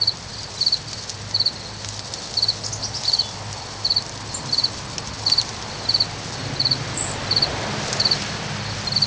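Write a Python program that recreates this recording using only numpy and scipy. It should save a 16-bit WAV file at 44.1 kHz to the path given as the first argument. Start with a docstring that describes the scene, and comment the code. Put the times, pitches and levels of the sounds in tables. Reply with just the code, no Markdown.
"""A field cricket chirps, mostly in threes, under a tree by scraping one wing over the other.
Fainter crickets answer further off. Small birds feed in the leaves: they rustle, snap twigs and
call now and then. An engine hums in the distance and cars go by with rumbling, hissing tyres.
A camera microphone that misses the highest treble hears it all."""
import sys
import numpy as np
from scipy import signal
from scipy.fft import rfft, irfft, next_fast_len
from scipy.io import wavfile
from scipy.ndimage import uniform_filter1d

SR = 44100
rng = np.random.default_rng(int(sys.argv[2]) if len(sys.argv) > 2 else 0)


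def put_to_file(sound):
    """Save the sound as 16-bit audio at rate SR, in the file named by the first command-line argument."""
    columns = np.atleast_2d(sound).T  # one column per channel
    safe = np.clip(columns, -1, 1)
    whole_steps = np.round(safe * 32767)
    wavfile.write(sys.argv[1], SR, whole_steps.astype(np.int16))


N = 399546
T = np.arange(N) / SR

# passing cars: t/s when nearest, time/s to drive as far as they are from us, relative level/dB
CARS = [(3.4, 1.9, -10.5), (5.6, 1.0, -12), (7.58, 0.57, 0)]


def undb(db):
    """Turn decibels into a gain."""
    return 10 ** (np.asarray(db) / 20)


def unit(x):
    """Scale a sound to an average power of 1."""
    return x / np.sqrt(np.mean(x ** 2))


def curves(rows, t=T):
    """Join the rows of a table by straight lines in time, one curve for each further column."""
    times, *columns = np.transpose(rows)
    return [np.interp(t, times, column) for column in columns]


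def add(out, start, x):
    """Mix x into out, beginning at start seconds."""
    i = max(int(start * SR), 0)
    out[i:i + len(x)] += x[:max(N - i, 0)]


def colour(x, points):
    """Make some frequencies louder and others softer, along points of f/Hz, level/dB."""
    hz, db = np.transpose(points)
    size = next_fast_len(len(x))
    f = np.maximum(np.arange(size // 2 + 1) * SR / size, 1)
    gain = undb(np.interp(np.log(f), np.log(hz), db))
    return irfft(rfft(x, size) * gain, size)[:len(x)]


def noise(points):
    """Noise of power 1, shaped by points of f/Hz, level/dB."""
    return unit(colour(rng.standard_normal(N), points))


def wobble(rate):
    """A smooth random curve, about 1 in size, that changes about rate times a second."""
    steps = rng.standard_normal(N // 20)
    joined = np.interp(T * rate, np.arange(len(steps)), steps)
    return unit(uniform_filter1d(joined, max(int(SR / rate / 2), 1)))


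def tone(hz):
    """A pure tone that follows a pitch curve."""
    return np.sin(2 * np.pi * np.cumsum(hz) / SR)


def swell(middle, length):
    """A bump of height 1 at middle seconds, above half height for length seconds."""
    return 1 / (1 + ((T - middle) / (length / 2)) ** 4)


def garden_echo(x, fade_s, echo_db):
    """Leaves and trunks scatter a short, blurred echo that falls by 60 dB in fade_s."""
    t = T[:SR // 2]
    tail = rng.standard_normal(len(t)) * undb(-60 * t / fade_s) * (1 - np.exp(-t / 0.0097))
    return x + undb(echo_db) * signal.fftconvolve(x, tail / np.linalg.norm(tail))[:N]


def traffic_level(town_db, car_db, stretch, lag_s=0, far_loss=1):
    """Level in dB of the steady town plus the cars; twice as far away gives a quarter of the power."""
    cars = sum(undb(car_db + far_loss * db) ** 2 / (1 + ((T - nearest - lag_s) / (span * stretch)) ** 2)
               for nearest, span, db in CARS)
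    return 10 * np.log10(undb(town_db) ** 2 + cars)


def road():
    """Rumble and tyre noise swell as a car comes near, the hiss last."""
    # the low rumble, the middle roar and the high hiss, each: f/Hz, level/dB
    rumble_colour = [(20, -13), (38, -18.5), (52, -8), (64, -1.5), (80, -4.5), (120, 1), (160, -3.5),
                     (240, -8.5), (330, -14.5), (600, -40)]
    roar_colour = [(150, -21.5), (300, -7.5), (450, 0), (800, -2), (1000, -2.5), (1300, -9), (2200, -30.5)]
    hiss_colour = [(600, -26), (1200, -1.5), (1700, 0.5), (2600, -3.5), (4000, -5), (6000, -9),
                   (8000, -25.5)]
    # where the tyres ring most strongly: t/s, f/Hz, relative level/dB
    tyre_ring = [(0, 860, -11), (1.6, 894, -19.5), (2.4, 725.6, -9.5), (3.3, 814, -4), (4.2, 957, -8.5),
                 (5, 996, -7.5), (6.1, 784.4, -7.5), (6.8, 657.6, -15.5), (7.6, 645.5, -4.5),
                 (8.2, 748.6, -11.5), (9.06, 846.6, -8)]
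    rumble_db = traffic_level(town_db=-41, car_db=-35, stretch=0.84)
    roar_db = traffic_level(town_db=-44, car_db=-32.5, stretch=1.03)
    # a far car loses twice as many dB of hiss as of roar
    hiss_db = traffic_level(town_db=-43.5, car_db=-31.5, stretch=1.68, lag_s=0.3, far_loss=2)
    ring_hz, ring_db = curves(tyre_ring)
    # low noise times a tone makes a band of noise around that tone
    ring = unit(noise([(80, -4), (160, -7.5), (300, -13), (600, -49.5)]) * tone(ring_hz))
    return (noise(rumble_colour) * undb(rumble_db + wobble(5.5))
            + noise(roar_colour) * undb(roar_db + 0.77 * wobble(8))
            + ring * undb(roar_db + ring_db + 3.5 + 1.1 * wobble(17))
            + noise(hiss_colour) * undb(hiss_db + .5 * wobble(8)))


def distant_engine(firing_hz=104, waver=0.00804):
    """An engine hums at the rate it fires, with weaker tones an octave below and above."""
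    # the hum comes and goes: t/s, relative level/dB
    hum_level = [(0, -45), (.2, -38), (.56, -39.5), (.66, -46), (.93, -39.5), (1.07, -46), (1.19, -37.5),
                 (1.39, -34), (1.53, -55), (1.69, -35), (1.96, -35.5), (2.13, -50), (2.56, -35), (2.9, -35),
                 (3.02, -45), (3.45, -34), (3.8, -41), (8.4, -36.5), (8.7, -32), (9.06, -34)]
    db, = curves(hum_level)
    hz = firing_hz * (1 + waver * wobble(6))
    hum = tone(hz) + undb(-12) * tone(hz / 2) + undb(-15 + wobble(4.3)) * tone(2 * hz)
    return hum * undb(db + 1 + wobble(10))


def exhausts(growl_db=-3, fade_db_per_s=-7.5):
    """The exhausts boom and growl an octave higher; the growl dies away once the last car has passed."""
    # the boom: t/s, f/Hz, level/dB
    boom_path = [(2.8, 105, -56), (3.3, 112, -55.5), (3.85, 125, -46.5), (4.5, 134, -40), (5, 141.9, -46.5),
                 (6.0, 135.3, -43), (6.5, 130.1, -34.5), (7.3, 127.9, -38), (8.1, 150.1, -36),
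                 (9.06, 147, -38)]
    hz, db = curves(boom_path)
    boom = unit(noise([(8, 0.5), (24, -4), (48, -14), (90, -62.5)]) * tone(hz))
    growl = unit(noise([(20, -4), (50, -6.5), (110, -9.5), (220, -46)]) * tone(2 * hz))
    since_passing = np.maximum(T - CARS[-1][0], 0)
    return boom * undb(db) + growl * undb(db + growl_db + fade_db_per_s * since_passing)


def car_drone():
    """The nearest car's drone sinks in pitch as it passes."""
    # the drone: t/s, f/Hz, level/dB
    drone_path = [(0, 214, -70.5), (7.3, 214.2, -53.5), (7.7, 210.8, -33), (8, 203, -37), (8.5, 203.5, -37),
                  (9.06, 204.5, -37.5)]
    hz, db = curves(drone_path)
    return tone(hz * (1 + 0.0074 * wobble(13))) * undb(db + 2 * wobble(8))


def leaves(resting_db=-39, scratches_per_s=900, scratch_s=0.0035):
    """Leaves brush each other in a stream of tiny scratches that never quite stops."""
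    # rustles as the birds hop and tug: t/s at the loudest, length/s, level/dB
    rustles = [(0.412, 0.11, -43.5), (0.656, .18, -32), (0.992, 0.22, -37.5), (1.914, 0.13, -37.5),
               (2.34, 0.45, -35.5), (3.07, 0.29, -36), (4.58, .3, -36), (5.36, 0.31, -34.5),
               (5.944, .25, -40.5), (6.287, .15, -40.5), (7.896, 0.2, -32), (8.188, .14, -31),
               (8.976, 0.29, -36.5)]
    rustle_power = sum(undb(db) ** 2 * swell(middle, length) for middle, length, db in rustles)
    level_db = 10 * np.log10(undb(resting_db) ** 2 + rustle_power)
    touches = rng.random(N) < scratches_per_s / SR
    strength = undb(3 * np.minimum(rng.exponential(size=N), 4))
    # each touch dies away quickly
    energy = signal.lfilter([1], [1, -np.exp(-1 / (scratch_s * SR))], (touches * strength) ** 2)
    # the bright sound of a scratch: f/Hz, level/dB
    leaf_colour = [(1000, -26.5), (2500, -14), (4000, -0.5), (5300, 2.5), (6500, -1.5), (8000, -11)]
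    rustle = unit(colour(np.sqrt(energy) * rng.standard_normal(N), leaf_colour))
    return rustle * undb(level_db + 0.9 * wobble(18))


def twigs(crack_s=.0008, brush_s=0.0089, brush_db=-13, boost_db=10):
    """A twig cracks, then the leaves on it brush briefly."""
    # the snaps: t/s, relative peak level/dB, treble tilt/dB for each tenfold rise in frequency
    snaps = [(.171, -29.5, 0), (.431, -27, 6), (0.93, -23, -7), (1.037, -24.5, -1), (1.0947, -20.5, 9),
             (1.0998, -21.5, 13), (1.31, -26.5, -17.5), (1.8454, -24, -17), (1.887, -21, 7.5),
             (1.992, -23.5, -18), (2.137, -20.5, 2), (2.3396, -20.5, -12), (3.035, -21, -18),
             (3.1173, -22, -8), (3.5277, -26, 8), (4.0223, -26, 12), (4.0635, -27.5, 12),
             (4.0938, -23.5, 26), (4.175, -29, 14), (4.4583, -27, 15), (4.981, -17, -14), (5.0729, -24, -8),
             (5.2982, -17, -16.5), (5.4137, -16, -1), (5.49, -22, 6), (5.6239, -26.5, -9),
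             (7.928, -17.5, 4), (7.999, -18, -10), (8.2207, -23, -5)]
    # the sound of a snap before its tilt: f/Hz, level/dB
    snap_colour = [(500, -32.5), (1500, -9.5), (3000, -2), (5500, 10.5), (7000, 2.5), (8000, -9)]
    out, t = np.zeros(N), T[:SR // 10]
    fade = np.exp(-t / crack_s) + undb(brush_db) * np.exp(-t / brush_s)
    for start, peak_db, tilt_db in snaps:
        tilted = [(hz, db + tilt_db * np.log10(hz / 5500)) for hz, db in snap_colour]
        burst = np.pad(rng.standard_normal(len(t)) * fade, (SR // 1000, 0))
        snap = colour(burst, tilted)
        add(out, start, undb(peak_db + boost_db) * snap / np.abs(snap).max())
    return out


def whistles(rows, rasp=0):
    """Short whistles that bend through three pitches; rasp shakes the pitch, most in wide bends."""
    out, shake = np.zeros(N), wobble(1500)
    for start, length, first, middle, last, db in rows:
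        progress = np.linspace(0, 1, int(length * SR))
        hz = np.polyval(np.polyfit([0, .5, 1], [first, middle, last], 2), progress)
        hz = hz + rasp * np.ptp(hz) * shake[int(start * SR):][:len(progress)]
        add(out, start, undb(db) * np.sin(np.pi * progress) * tone(hz))
    return out


def bird_trill(top_hz=7880, swing_hz=520, swoops_per_s=59):
    """One high trill of quick swoops: each starts sharply and low, then rises as it fades."""
    # the trill's loudness: t/s, relative level/dB
    trill_level = [(6.94, -35.5), (6.965, -33.5), (6.982, -16.5), (7.002, -29.5), (7.01, -14.5),
                   (7.03, -26), (7.05, -22.5), (7.08, -28.5), (7.105, -29.5)]
    db, = curves(trill_level)
    start, end = trill_level[0][0], trill_level[-1][0]
    sounding = (T > start) & (T < end)
    swoop = (swoops_per_s * (T - start)) % 1
    force = np.minimum(swoop / .1, 1) * (1 - swoop)
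    hz = top_hz - swing_hz * np.exp(-swoop / 0.18) + 210 * wobble(900)
    trill = sounding * undb(db + 1 + 2 * wobble(300)) * force * tone(hz)
    return garden_echo(trill, fade_s=.09, echo_db=-5)


def bird_calls():
    """Small birds give short, raspy calls, blurred by the leaves."""
    # the notes: t/s, length/s, first f/Hz, middle f/Hz, last f/Hz, level/dB
    notes = [(2.632, 0.029, 3900, 5700, 6900, -23), (2.661, 0.0088, 7400, 5890, 4150, -18),
             (2.721, .026, 3920, 6450, 4360, -21), (2.82, .04, 4240, 4970, 6720, -21),
             (2.846, 0.017, 5900, 5840, 4400, -23), (2.937, 0.035, 4120, 4900, 6000, -23),
             (2.964, .018, 5440, 5240, 4000, -22.5), (3.043, 0.028, 3900, 4380, 5570, -20.5),
             (3.14, .12, 3540, 3120, 2970, -37), (3.2, 0.11, 3365, 3450, 3360, -36),
             (4.34, 0.018, 6700, 7420, 6800, -21), (7.11, 0.012, 7710, 7430, 6700, -26.5),
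             (8.74, .15, 7300, 7300, 7260, -54)]
    return garden_echo(whistles(notes, rasp=.16), fade_s=.19, echo_db=-5)


def wing_strokes(rows, pitch_spread, pace_spread):
    """A cricket scrapes one wing along the other's teeth so it rings; no two strokes are quite alike."""
    # one stroke, whose pitch sags as the wings slow down: t/s, f/Hz, force from 0 to 1
    stroke_shape = [(0, 4366, 0), (.004, 4436, .2), (.009, 4528, .75), (.012, 4511, .87), (.016, 4452, .85),
                    (.020, 4314, 1), (.024, 4190, .78), (.026, 3970, .3), (.028, 3900, .22),
                    (.032, 3800, 0)]
    out, t = np.zeros(N), T[:SR // 20]
    for (start, db, shift_hz), (pitch, pace) in zip(rows, rng.standard_normal((len(rows), 2))):
        hz, force = curves(stroke_shape, t * (1 + pace_spread * pace))
        add(out, start, undb(db) * force * tone(hz * (1 + pitch_spread * pitch) + shift_hz))
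    return out


def far_crickets(gap_s=.05, chorus_db=-47, thin_db=-52, pulses_per_s=15):
    """Field crickets further off, a blurred chorus, and the thin pulsing of a ground cricket."""
    # distant chirps of three strokes: t/s, relative level/dB, pitch shift/Hz
    far_chirps = [(.285, -35.5, -120), (.325, -31, 221), (.87, -30.5, 134), (1.548, -32.5, -100),
                  (1.681, -35, 60), (2.125, -35.5, -38), (3.6, -37.5, -40), (4.285, -33.5, -79),
                  (4.99, -36, -40), (5.689, -34.5, -39), (6.34, -33.5, -36), (8.235, -34.5, -40),
                  (8.591, -31.5, -37)]
    rows = [(start + k * gap_s, db + 1, shift_hz) for start, db, shift_hz in far_chirps for k in range(3)]
    wings = wing_strokes(rows, pitch_spread=0.014, pace_spread=.1)
    chirping = garden_echo(wings, fade_s=0.32, echo_db=-4.5)
    chorus = noise([(3800, -40), (4250, -12), (4480, 0), (4650, -10), (5100, -40)])
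    chorus *= undb(2 * wobble(25))
    pulsing = np.maximum(tone(pulses_per_s * (1 + .07 * wobble(2.2))), 0)
    thin = noise([(7300, -45.5), (7850, -3), (7980, -4), (8200, -50.5)]) * pulsing
    return chirping + undb(chorus_db) * chorus + undb(thin_db) * thin


def half_strokes(length_s=.018):
    """The near cricket's wings catch briefly before some chirps: a short, falling whistle."""
    # the catches: t/s, middle f/Hz, fall/Hz in each half of the whistle, level/dB
    catches = [(0.57, 4000, 90, -29), (4.488, 4150, 180, -24.5), (5.849, 4070, 160.8, -25.5),
               (6.559, 4064, 120, -28), (7.268, 4080, 150, -29), (8.869, 4210, 50, -16),
               (8.917, 4380, 330, -16.5)]
    return whistles([(start, length_s, hz + fall, hz, hz - fall, db) for start, hz, fall, db in catches])


def near_cricket(slowing_s=0.0069, first_db=-1.1, first_hz=-11.5):
    """Each stroke's tone falls quickly near its end, and it reaches us straight and as echoes off the ground
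    and things nearby."""
    # the chirps: t/s, first gap between strokes/s, level/dB, pitch shift/Hz, number of strokes
    chirps = [(.0089, .0589, -13, 12, 2), (0.6039, 0.053, -13, 0, 3), (1.338, .0537, -13, 9, 3),
              (2.3647, 0.053, -13.5, 5, 3), (3.0725, 0.052, -13.5, 17, 3), (3.842, 0.054, -13.5, 4, 3),
              (4.5208, 0.052, -14, 13, 3), (5.2579, 0.054, -12.5, 20, 3), (5.883, .053, -13, 9, 3),
              (6.592, 0.053, -13.2, 1, 3), (7.3028, 0.053, -13.1, 5, 3), (7.9917, 0.053, -13.4, 11, 3),
              (8.954, 0.06, -13, 21, 2)]
    # the sound comes straight, off the ground and off things nearby: delay/s, gain
    paths = [(0, 1), (.0022, .91), (.005472, .42), (.011503, -.26), (.0178, .1), (.0335, .08)]
    rows = []
    for start, gap, db, shift_hz, count in chirps:
        rows.append((start, db + first_db, shift_hz + first_hz))  # the first stroke is softer and lower
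        for k in range(1, round(count)):
            late = slowing_s * k * (k - 1) / 2  # the wings tire, so the gap grows
            rows.append((start + k * gap + late, db, shift_hz))
    wings = wing_strokes(rows, pitch_spread=.003, pace_spread=0.025)
    size = next_fast_len(N + SR // 10)
    f = np.arange(size // 2 + 1) * SR / size
    # add one delayed copy of the sound for each path
    delays = sum(gain * np.exp(-2j * np.pi * f * delay) for delay, gain in paths)
    heard = irfft(rfft(wings, size) * delays, size)[:N]
    return garden_echo(heard + half_strokes(), fade_s=.22, echo_db=-19)


def scene():
    """Crickets, feeding birds and traffic all reach one microphone."""
    crickets = near_cricket() + far_crickets()
    birds = bird_trill() + bird_calls() + leaves() + twigs()
    traffic = road() + distant_engine() + exhausts() + car_drone()
    return (crickets + birds + traffic)[None]


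def record(dry):
    """The camera takes only 16000 samples a second: sound ends at 8 kHz, with a faint mirror above."""
    band = colour(dry[0], [(8000, 0), (8060, -80)])
    mirror = 2 * band * np.cos(2 * np.pi * 16000 * T)
    mirror = colour(mirror, [(8000, -4.5), (8700, -8.5), (9500, -24.5), (10000, -39), (11000, -65)])
    treble_cut = signal.ellip(8, .2, 80, 10200, fs=SR, output="sos")
    return signal.sosfilt(treble_cut, band + mirror)[None]


dry = scene()
out = record(dry)
put_to_file(out)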